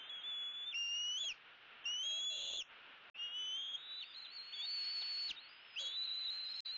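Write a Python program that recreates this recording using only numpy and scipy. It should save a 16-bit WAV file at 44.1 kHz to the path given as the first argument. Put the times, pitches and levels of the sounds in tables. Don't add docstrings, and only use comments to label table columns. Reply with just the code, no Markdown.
import sys
import numpy as np
from scipy import signal
from scipy.fft import rfft, irfft, next_fast_len
from scipy.io import wavfile
from scipy.ndimage import uniform_filter1d, map_coordinates

SR = 44100
rng = np.random.default_rng(int(sys.argv[2]) if len(sys.argv) > 2 else 0)


def generate_wav(sig):
    pcm = np.round(np.clip(np.atleast_2d(sig).T, -1, 1) * 32767).astype(np.int16)
    wavfile.write(sys.argv[1], SR, pcm)


N = 298557
TIME = np.arange(N) / SR
STRAIN_HZ = 4790

# frequency in Hz, gain in dB.
OVERTONE_RESPONSE = [(40, 1), (110, -22.5), (300, -7), (600, 2), (1500, 2.5), (3700, -5.5), (4400, -15),
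                     (5600, 2), (6800, 0), (7600, -19.5)]
def eaglet(gain_db=2.5, ceiling_db=-37.5, full_mix_db=-9.5, side_top_hz=4350):
    stall, force = stalls(), forcing()
    lead, lead_phasor, lead_leap = whistle(
        leading_notes(), stall, jitter=.0024, hoarse_share=.72, forced_rough=.06,
        flutter_rate=360, sag_hz=65, screech_rate=1200, screech=5.5, tremble_depth=.6)
    second, second_phasor, second_leap = whistle(
        second_notes(), stall, jitter=.006, hoarse_share=.5, forced_rough=.6,
        flutter_rate=500, sag_hz=40, screech_rate=900, screech=2, tremble_depth=.75)
    mirrored = amp(8.5) * force * lead_phasor ** 2 * second.conj()
    stepped = amp(-17.5) * second * second_phasor * lead_phasor.conj()
    limit = (1 + (np.abs(lead + second + mirrored) / amp(ceiling_db)) ** 8) ** (-1 / 8)
    lead, second, mirrored, stepped = limit * np.array([lead, second, mirrored, stepped])
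    side_tones = filtered((mirrored + stepped).real, lambda hz: 1 / (1 + (hz / side_top_hz) ** 24))
    both = lead + second
    power = np.abs(both) ** 2
    rms = np.sqrt(np.abs(uniform_filter1d(power, size=441)) + 1e-12)
    difference_tone = amp(-7) * force * (power / rms - rms) * (1 + .49 * wobble(330, N))
    leaping = np.abs(lead) * lead_leap + np.abs(second) * second_leap
    scratch = amp(-5) * force * leaping * rng.standard_normal(N)
    lead_held, second_held = lead * amp(-2 * lead_leap), second * amp(-2 * second_leap)
    sum_tone = 2 * np.minimum(force / amp(full_mix_db), 1) * lead_held * second_held
    fuzz = .12 * complex_wobble(1100, N)
    octave = force * ((lead_held ** 2 + sum_tone + second_held ** 2) * (1 + fuzz)).real / rms
    overtones = coloured(octave + difference_tone + scratch, OVERTONE_RESPONSE)
    return amp(gain_db) * (both.real + side_tones + sizzle(lead, lead_phasor) + overtones)


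def whistle(notes, stall, jitter, hoarse_share, forced_rough, flutter_rate, sag_hz,
            screech_rate, screech, tremble_depth, tremble_hz=34, stall_sag_hz=480.6):
    tone, phasor, leap = np.zeros(N, complex), np.zeros(N, complex), np.zeros(N)
    force, hoarse = forcing(), hoarse_share * hoarseness()
    for rows in notes:
        times, *columns = np.transpose(rows)
        span = np.arange(max(int(times[0] * SR), 0), min(int(times[-1] * SR), N))
        t, size = span / SR, len(span)
        hz, db = (np.interp(t, times, column) for column in columns)
        leap[span] = np.clip(np.abs(np.gradient(hz)) * SR / 33000, 0, 1) ** 2
        strain = .056 * (hz / STRAIN_HZ) ** 4
        rough = .0037 + strain + hoarse[span] + forced_rough * force[span] + .072 * leap[span]
        hz *= 1 + jitter * (.4 * wobble(50, size) + wobble(160, size) + .9 * wobble(700, size))
        hz *= 1 + .0012 * wobble(42, size) + .025 * hoarse[span] * wobble(55, size)
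        rotation = np.exp(2j * np.pi * np.cumsum(hz - stall_sag_hz * stall[span]) / SR)
        wide = screech * force[span]
        tremble = np.sin(2 * np.pi * tremble_hz * t + 1.5 * wobble(25, size))
        rough = np.clip(rough * (1 + tremble_depth * tremble / (1 + 2 * wide ** 2)), 0, .95)
        flutter = complex_wobble(flutter_rate, size) + wide * complex_wobble(screech_rate, size)
        flutter /= np.sqrt(2 + 2 * wide ** 2)
        swing = np.sqrt(1 - rough ** 2) + rough * flutter * np.exp(-2j * np.pi * sag_hz * t)
        swing = unit(swing / (1 + (np.abs(swing) / 1.45) ** 4) ** (1 / 4))
        edges = np.clip(np.minimum(t - times[0], times[-1] - t) / .004, 0, 1)
        level = amp(db + 1.5 * hoarse[span] + .2 * wobble(42, size))
        tone[span] += level * edges * (1 - stall[span]) * swing * rotation
        phasor[span] = rotation
    return tone, phasor, uniform_filter1d(leap, size=441)


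# time in seconds, pitch in Hz, relative level in dB.
HELD_PITCHES = [
    [(0.0, 3100, -52.5), (0.062, 3157, -56), (0.091, 3270, -66), (0.096, 3404, -46), (0.166, 3335, -47.5),
     (0.2, 3280, -51), (0.231, 3240, -58), (0.237, 3400, -46.5), (0.282, 3503, -43), (0.348, 3405, -44),
     (0.468, 3397, -43), (0.522, 3415, -48.5), (0.53, 3440, -54.5), (0.538, 3450, -47.5),
     (0.644, 3446, -45), (0.658, 3520, -50), (0.666, 3560, -46.5), (0.69, 3556, -42.5), (0.71, 3580, -49)],
    [(0.752, 2752, -40), (0.798, 2820, -39), (0.866, 2788, -40), (1.076, 2916, -40), (1.168, 3020, -40),
     (1.186, 3304, -40.5), (1.191, 3356, -45.5), (1.206, 3438, -42), (1.21, 3450, -38),
     (1.224, 3448, -40.5), (1.24, 3374, -42), (1.283, 3240, -40.5), (1.292, 2930, -40.5)],
    [(1.864, 2766, -38.5), (1.88, 2840, -39.5), (1.985, 3005, -41.5), (2.008, 3075, -41),
     (2.022, 3067, -41), (2.036, 3223, -41.5), (2.07, 3283, -39), (2.095, 3262, -40.5),
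     (2.174, 3304, -41.5), (2.272, 3412, -39.5), (2.296, 3419, -40.5), (2.308, 3360, -42),
     (2.434, 3440, -44), (2.575, 3476, -42.5), (2.592, 3440, -40.5)],
    [(3.15, 2689, -51.5), (3.176, 2824, -53), (3.196, 2802, -45), (3.236, 2872, -41), (3.302, 2832, -50),
     (3.372, 2992, -41.5), (3.52, 3030, -42), (3.606, 3254, -43), (3.698, 3277, -46), (3.73, 3300, -47.5),
     (3.756, 3240, -38), (3.772, 3674, -56.5), (3.882, 3890, -55), (3.91, 3904, -49.5), (4.008, 3976, -48)],
    [(4.155, 4030, -50), (4.19, 4130, -52), (4.246, 4176, -52), (4.288, 4150, -57), (4.338, 4400, -55.5),
     (4.364, 4420, -49), (4.414, 4210, -49.5), (4.44, 4363, -55), (4.448, 4280, -51), (4.51, 4373, -55.5),
     (4.55, 4480, -52.5), (4.604, 4466, -54), (4.688, 4430, -42), (4.738, 4504, -42), (4.79, 4410, -41.5),
     (4.85, 4350, -42), (4.93, 4495, -42), (4.975, 4396, -42), (5.035, 4436, -43), (5.125, 4443, -43),
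     (5.158, 4354, -42), (5.18, 4430, -42), (5.27, 4430, -41), (5.282, 4420, -44.5)],
    [(5.8, 3966, -52.5), (5.85, 3843, -46), (5.93, 3960, -52), (5.972, 3965, -40.5), (6.212, 4030, -43.5),
     (6.278, 4010, -41.5), (6.29, 3840, -42.5), (6.304, 4030, -40.5), (6.368, 4150, -46.5),
     (6.382, 4085, -42), (6.434, 4104, -44.5), (6.6, 4100, -44.5), (6.655, 4076, -44.5), (6.703, 3935, -43),
     (6.733, 4210, -47), (6.77, 4060, -42.5)],
]
# length in seconds, final pitch in Hz, relative level in dB, roughness from 0 to 1.
CLOSING_FLICKS = [(.036, 2120, -47.5, 0.55), (.037, 2380, -44.5, 0.15), (0.035, 2580, -44, 0.25),
                  (0.037, 2550, -46, 1), (.038, 2400, -39.5, 0.45)]
def leading_notes(attack_s=.012, attack_db=3.5):
    endings = [flick(*rows[-1], *plunge[:3]) for rows, plunge in zip(HELD_PITCHES, CLOSING_FLICKS)]
    endings.append(HELD_PITCHES[-1][-1:])
    notes = []
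    for rows, ending in zip(HELD_PITCHES, endings):
        start, hz, db = rows[0]
        notes.append([(start - attack_s, hz, db - attack_db), *rows[:-1], *ending])
    return notes


def flick(start, hz, db, length, last_hz, late_db):
    progress = np.linspace(0, 1, 10)
    level = np.interp(progress, [0, 1 / 3, 3 / 4, 1], [db, min(db, late_db) + 2, late_db, late_db - 1])
    return np.transpose([start + progress * length, hz + progress ** 1.25 * (last_hz - hz), level])


# time in seconds, pitch in Hz, relative level in dB.
OWN_NOTES = [
    [(1.84, 3116, -50), (1.86, 2940, -58)],
    [(4.02, 4250, -56), (4.086, 4830, -71), (4.15, 4650, -62)],
    [(4.522, 2720, -51), (4.54, 3620, -47), (4.555, 3360, -48.5), (4.58, 3360, -48.5), (4.609, 3370, -40.5),
     (4.625, 3610, -47), (4.655, 3730, -42), (4.662, 3855, -51)],
    [(5.36, 3820, -57), (5.385, 3637, -49.5), (5.41, 4310, -63), (5.425, 4170, -59), (5.445, 4420, -60.5),
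     (5.475, 4330, -64), (5.49, 4870, -63.5), (5.57, 4950, -70), (5.65, 5270, -77.5), (5.76, 5030, -63),
     (5.83, 4820, -65)],
    [(5.756, 2510, -57), (5.767, 2620, -43), (5.78, 3024, -40.5), (5.8, 3370, -40.5), (5.84, 3346, -47.5),
     (5.868, 3312, -39), (5.89, 3380, -46.5), (5.968, 3640, -47.5)],
]
# start and end in seconds, first and last pitch gap in Hz, relative level in dB.
SHADOW_NOTES = [(0, 0.102, 379.5, 380, -59.5), (0.205, 0.23, 249, 480.5, -60),
                (1.232, 1.259, 602.5, 706, -54), (2.032, 2.082, 581.5, 558, -57.5),
                (2.085, 2.194, 631.5, 650, -53), (2.188, 2.212, 399.5, 598, -57.5),
                (2.237, 2.254, 593, 563, -60), (2.298, 2.381, 647.5, 567, -52),
                (2.369, 2.579, 574.5, 554.5, -52), (3.18, 3.564, 399, 367, -55.5),
                (3.56, 3.747, 317.5, 234.5, -54), (3.77, 4.158, -320, -380, -57.5),
                (4.665, 4.768, -240, -270, -54), (6.178, 6.422, 562.5, 561, -74),
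                (6.441, 6.613, 745, 1197, -66.5), (6.643, 6.72, 621, 621, -60)]
# start in seconds, relative level in dB.
VOICE_CRACKS = [(4.245, -52), (5.008, -49)]
def second_notes():
    times, lead_hz, _ = np.concatenate(HELD_PITCHES).T
    notes = list(OWN_NOTES)
    arch_db = 3 * np.linspace(-1, 1, 20) ** 4
    for start, end, first_gap, last_gap, db in SHADOW_NOTES:
        t = np.linspace(start, end, 20)
        hz = np.interp(t, times, lead_hz) + np.linspace(first_gap, last_gap, 20)
        notes.append(np.transpose([t, hz, db - arch_db]))
    for start, db in VOICE_CRACKS:
        hz = np.interp(start, times, lead_hz)
        notes.append(flick(start, hz, db - 1, length=.028, last_hz=2640, late_db=db))
    return notes


# time in seconds, overtone drive in dB.
VOCAL_FORCE = [(0, -33), (.72, -31.5), (.75, -14.5), (1.32, -10.5), (1.842, -26), (1.862, -13.5),
               (2.62, -10), (3.15, -33), (3.24, -26.5), (3.32, -36), (3.39, -21), (3.52, -18.5),
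               (3.65, -27.5), (3.76, -22.5), (3.85, -28), (4.48, -37), (4.58, -23.5), (4.75, -23),
               (5.005, -24), (5.025, -13.5), (5.045, -24.5), (5.25, -23.5), (5.3, -12.5), (5.36, -34.5),
               (5.77, -29.5), (5.81, -10.5), (6.0, -32.5)]
def forcing():
    return amp(curve(VOCAL_FORCE))


# start and end in seconds, roughness from 0 to 1.
HOARSE_SPELLS = [(.19, .23, 0.55), (1.185, 1.27, 0.13), (2.03, 2.24, 0.08), (2.33, 2.38, 0.33),
                 (2.38, 2.588, 0.62), (3.14, 3.19, 0.66), (3.6, 3.88, 0.29), (4.02, 4.32, 0.9),
                 (4.32, 4.48, 0.44), (4.76, 5.28, 0.01), (5.012, 5.04, 0.22), (5.4, 5.755, 0.57),
                 (5.755, 5.8, 0.31), (5.8, 5.96, .24), (6.025, 6.13, 0.55), (6.13, 6.2, .3),
                 (6.2, 6.33, 0.6), (6.33, 6.45, 0.34), (6.45, 6.688, 0.6)]
def hoarseness():
    flicks = [(rows[-1][0], rows[-1][0] + length, rough)
              for rows, (length, _, _, rough) in zip(HELD_PITCHES, CLOSING_FLICKS)]
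    return np.clip(spells(HOARSE_SPELLS + flicks, ramp_s=.03), 0, 1)


def stalls(half_width_s=.0011):
    catches_per_s = 46 + 250 * forcing()
    gaps, sizes = rng.uniform([.25, .5], [1.75, 1.5], (1500, 2)).T
    onsets = np.searchsorted(np.cumsum(catches_per_s) / SR, np.cumsum(gaps))
    pulse = np.exp(-(np.arange(-441, 442) / SR / half_width_s) ** 2)
    catches = signal.fftconvolve(np.bincount(onsets, sizes, N + 1)[:N], pulse, "same")
    return np.clip(1.05 * hoarseness() * catches, 0, .95)


# frequency in Hz, relative spectral density in dB.
SIZZLE_SPECTRUM = [(5700, -39), (6600, 11.5), (7300, 0), (7800, -20)]
def sizzle(tone, phasor):
    phase_step = np.angle(uniform_filter1d(phasor * np.roll(phasor, 1).conj(), size=400))
    pitch_hz = phase_step * SR / (2 * np.pi)
    strain = np.clip(pitch_hz / STRAIN_HZ, 0, 1) ** 6
    return amp(-31) * np.abs(tone) * strain * noise(SIZZLE_SPECTRUM) * amp(2.5 * wobble(30, N))


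# frequency in Hz, relative spectral density in dB.
RASP_SPECTRUM = [(300, -29), (900, -9), (1600, 0.5), (2300, 6.5), (2850, 13.5), (3500, 5), (4800, -8.5),
                 (5600, -47), (7700, -41.5)]
AIRY_SPECTRUM = [(3700, -20), (4250, 7), (4700, -1.5), (5100, 0), (5600, -24), (6500, -50)]
# time in seconds, level in dB.
RASP_ENVELOPE = [(3.3, -100), (3.9, -68.5), (4.4, -62.5), (4.85, -55), (5.3, -57), (5.36, -62),
                 (5.74, -61.5), (5.8, -63.5), (6.77, -61)]
# start and end in seconds, level in dB.
AIRY_SPELLS = [(0.752, 1.37, -73), (3.151, 3.3, -82), (4.817, 5.348, -59.5), (5.422, 5.76, -96)]
def rasp():
    airy = noise_spells(AIRY_SPELLS, AIRY_SPECTRUM)
    hiss = amp(curve(RASP_ENVELOPE) + .72 * wobble(25, N)) * noise(RASP_SPECTRUM)
    return hiss + airy * amp(2.6 * wobble(60, N))


def thump(at_s=5.312, half_width_s=.012, level_db=-63, top_hz=284):
    swell = np.exp(-((TIME - at_s) / half_width_s) ** 2)
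    return amp(level_db) * swell * noise([(top_hz, 0), (2 * top_hz, -30)])


def branches(x, level_db=-16, t60_s=.17):
    t = np.arange(SR // 4) / SR
    tail = rng.standard_normal(len(t)) * amp(-60 * t / t60_s)
    return amp(level_db) * signal.fftconvolve(x, tail / np.linalg.norm(tail))[:N]


# frequency in Hz, relative spectral density in dB.
OUTDOOR_SPECTRUM = [(25, -14.5), (100, -17), (240, -10), (620, -5.5), (1090, -3), (1420, 3.5), (2000, -1.5),
                    (2850, 3.5), (3600, -6), (4500, -39.5), (6000, -44.5), (7800, -58)]
TREBLE_SPECTRUM = [(2800, -10.5), (3800, 9), (4700, -3), (5400, -8.5), (6300, -19), (7500, -34)]
# time in seconds, level in dB.
OUTDOOR_ENVELOPE = [(0, -58.5), (.7, -60.5), (.8, -64), (1.8, -59.5), (2.65, -67.5), (2.72, -59),
                    (4.2, -63), (6.77, -63)]
# start and end in seconds, level in dB.
TREBLE_SPELLS = [(1.339, 1.83, -76.5), (2.701, 3.116, -76)]
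def outdoors(hum_hz=133, hum_db=-90):
    hum = amp(hum_db) * np.sin(2 * np.pi * hum_hz * TIME + wobble(38, N))
    treble = noise_spells(TREBLE_SPELLS, TREBLE_SPECTRUM)
    hiss = amp(curve(OUTDOOR_ENVELOPE) + wobble(14, N)) * noise(OUTDOOR_SPECTRUM)
    return hiss + treble + hum


def amp(db):
    return 10 ** (np.asarray(db) / 20)


def unit(x):
    return x / np.sqrt(np.mean(np.abs(x) ** 2) + 1e-20)


def curve(rows):
    return np.interp(TIME, *np.transpose(rows))


def spells(rows, ramp_s):
    return sum(height * np.clip(.5 + np.minimum(TIME - start, end - TIME) / ramp_s, 0, 1)
               for start, end, height in rows)


def wobble(rate, size):
    knots = rng.standard_normal(int(size * rate / SR) + 4)
    return map_coordinates(knots, [np.arange(size) * rate / SR])


def complex_wobble(rate, size):
    return wobble(rate, size) + 1j * wobble(rate, size)


def filtered(x, response):
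    size = next_fast_len(N + SR // 2)
    return irfft(rfft(x, size) * response(np.fft.rfftfreq(size, 1 / SR)), size)[:N]


def coloured(x, spectrum):
    points_hz, db = np.transpose(spectrum)
    return filtered(x, lambda hz: amp(np.interp(np.log(hz + 1), np.log(points_hz), db)))


def noise(spectrum):
    return unit(coloured(rng.standard_normal(N), spectrum))


def noise_spells(rows, spectrum):
    return spells([(start, end, amp(db)) for start, end, db in rows], ramp_s=.042) * noise(spectrum)


def scene():
    bird = eaglet()
    return (bird + branches(bird) + rasp() + thump() + outdoors())[None]


SILENCES = [(3.1, 3.143), (6.605, 6.648)]
def record(dry, fade_in_s=.012, top_hz=7800):
    gate = np.ones(N)
    for start, end in SILENCES:
        gate *= np.where(TIME < start, 1, np.clip((TIME - end) / fade_in_s, 0, 1))
    return filtered(dry[0] * gate, lambda hz: 1 / (1 + (hz / top_hz) ** 80))[None]


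dry = scene()
out = record(dry)
generate_wav(out)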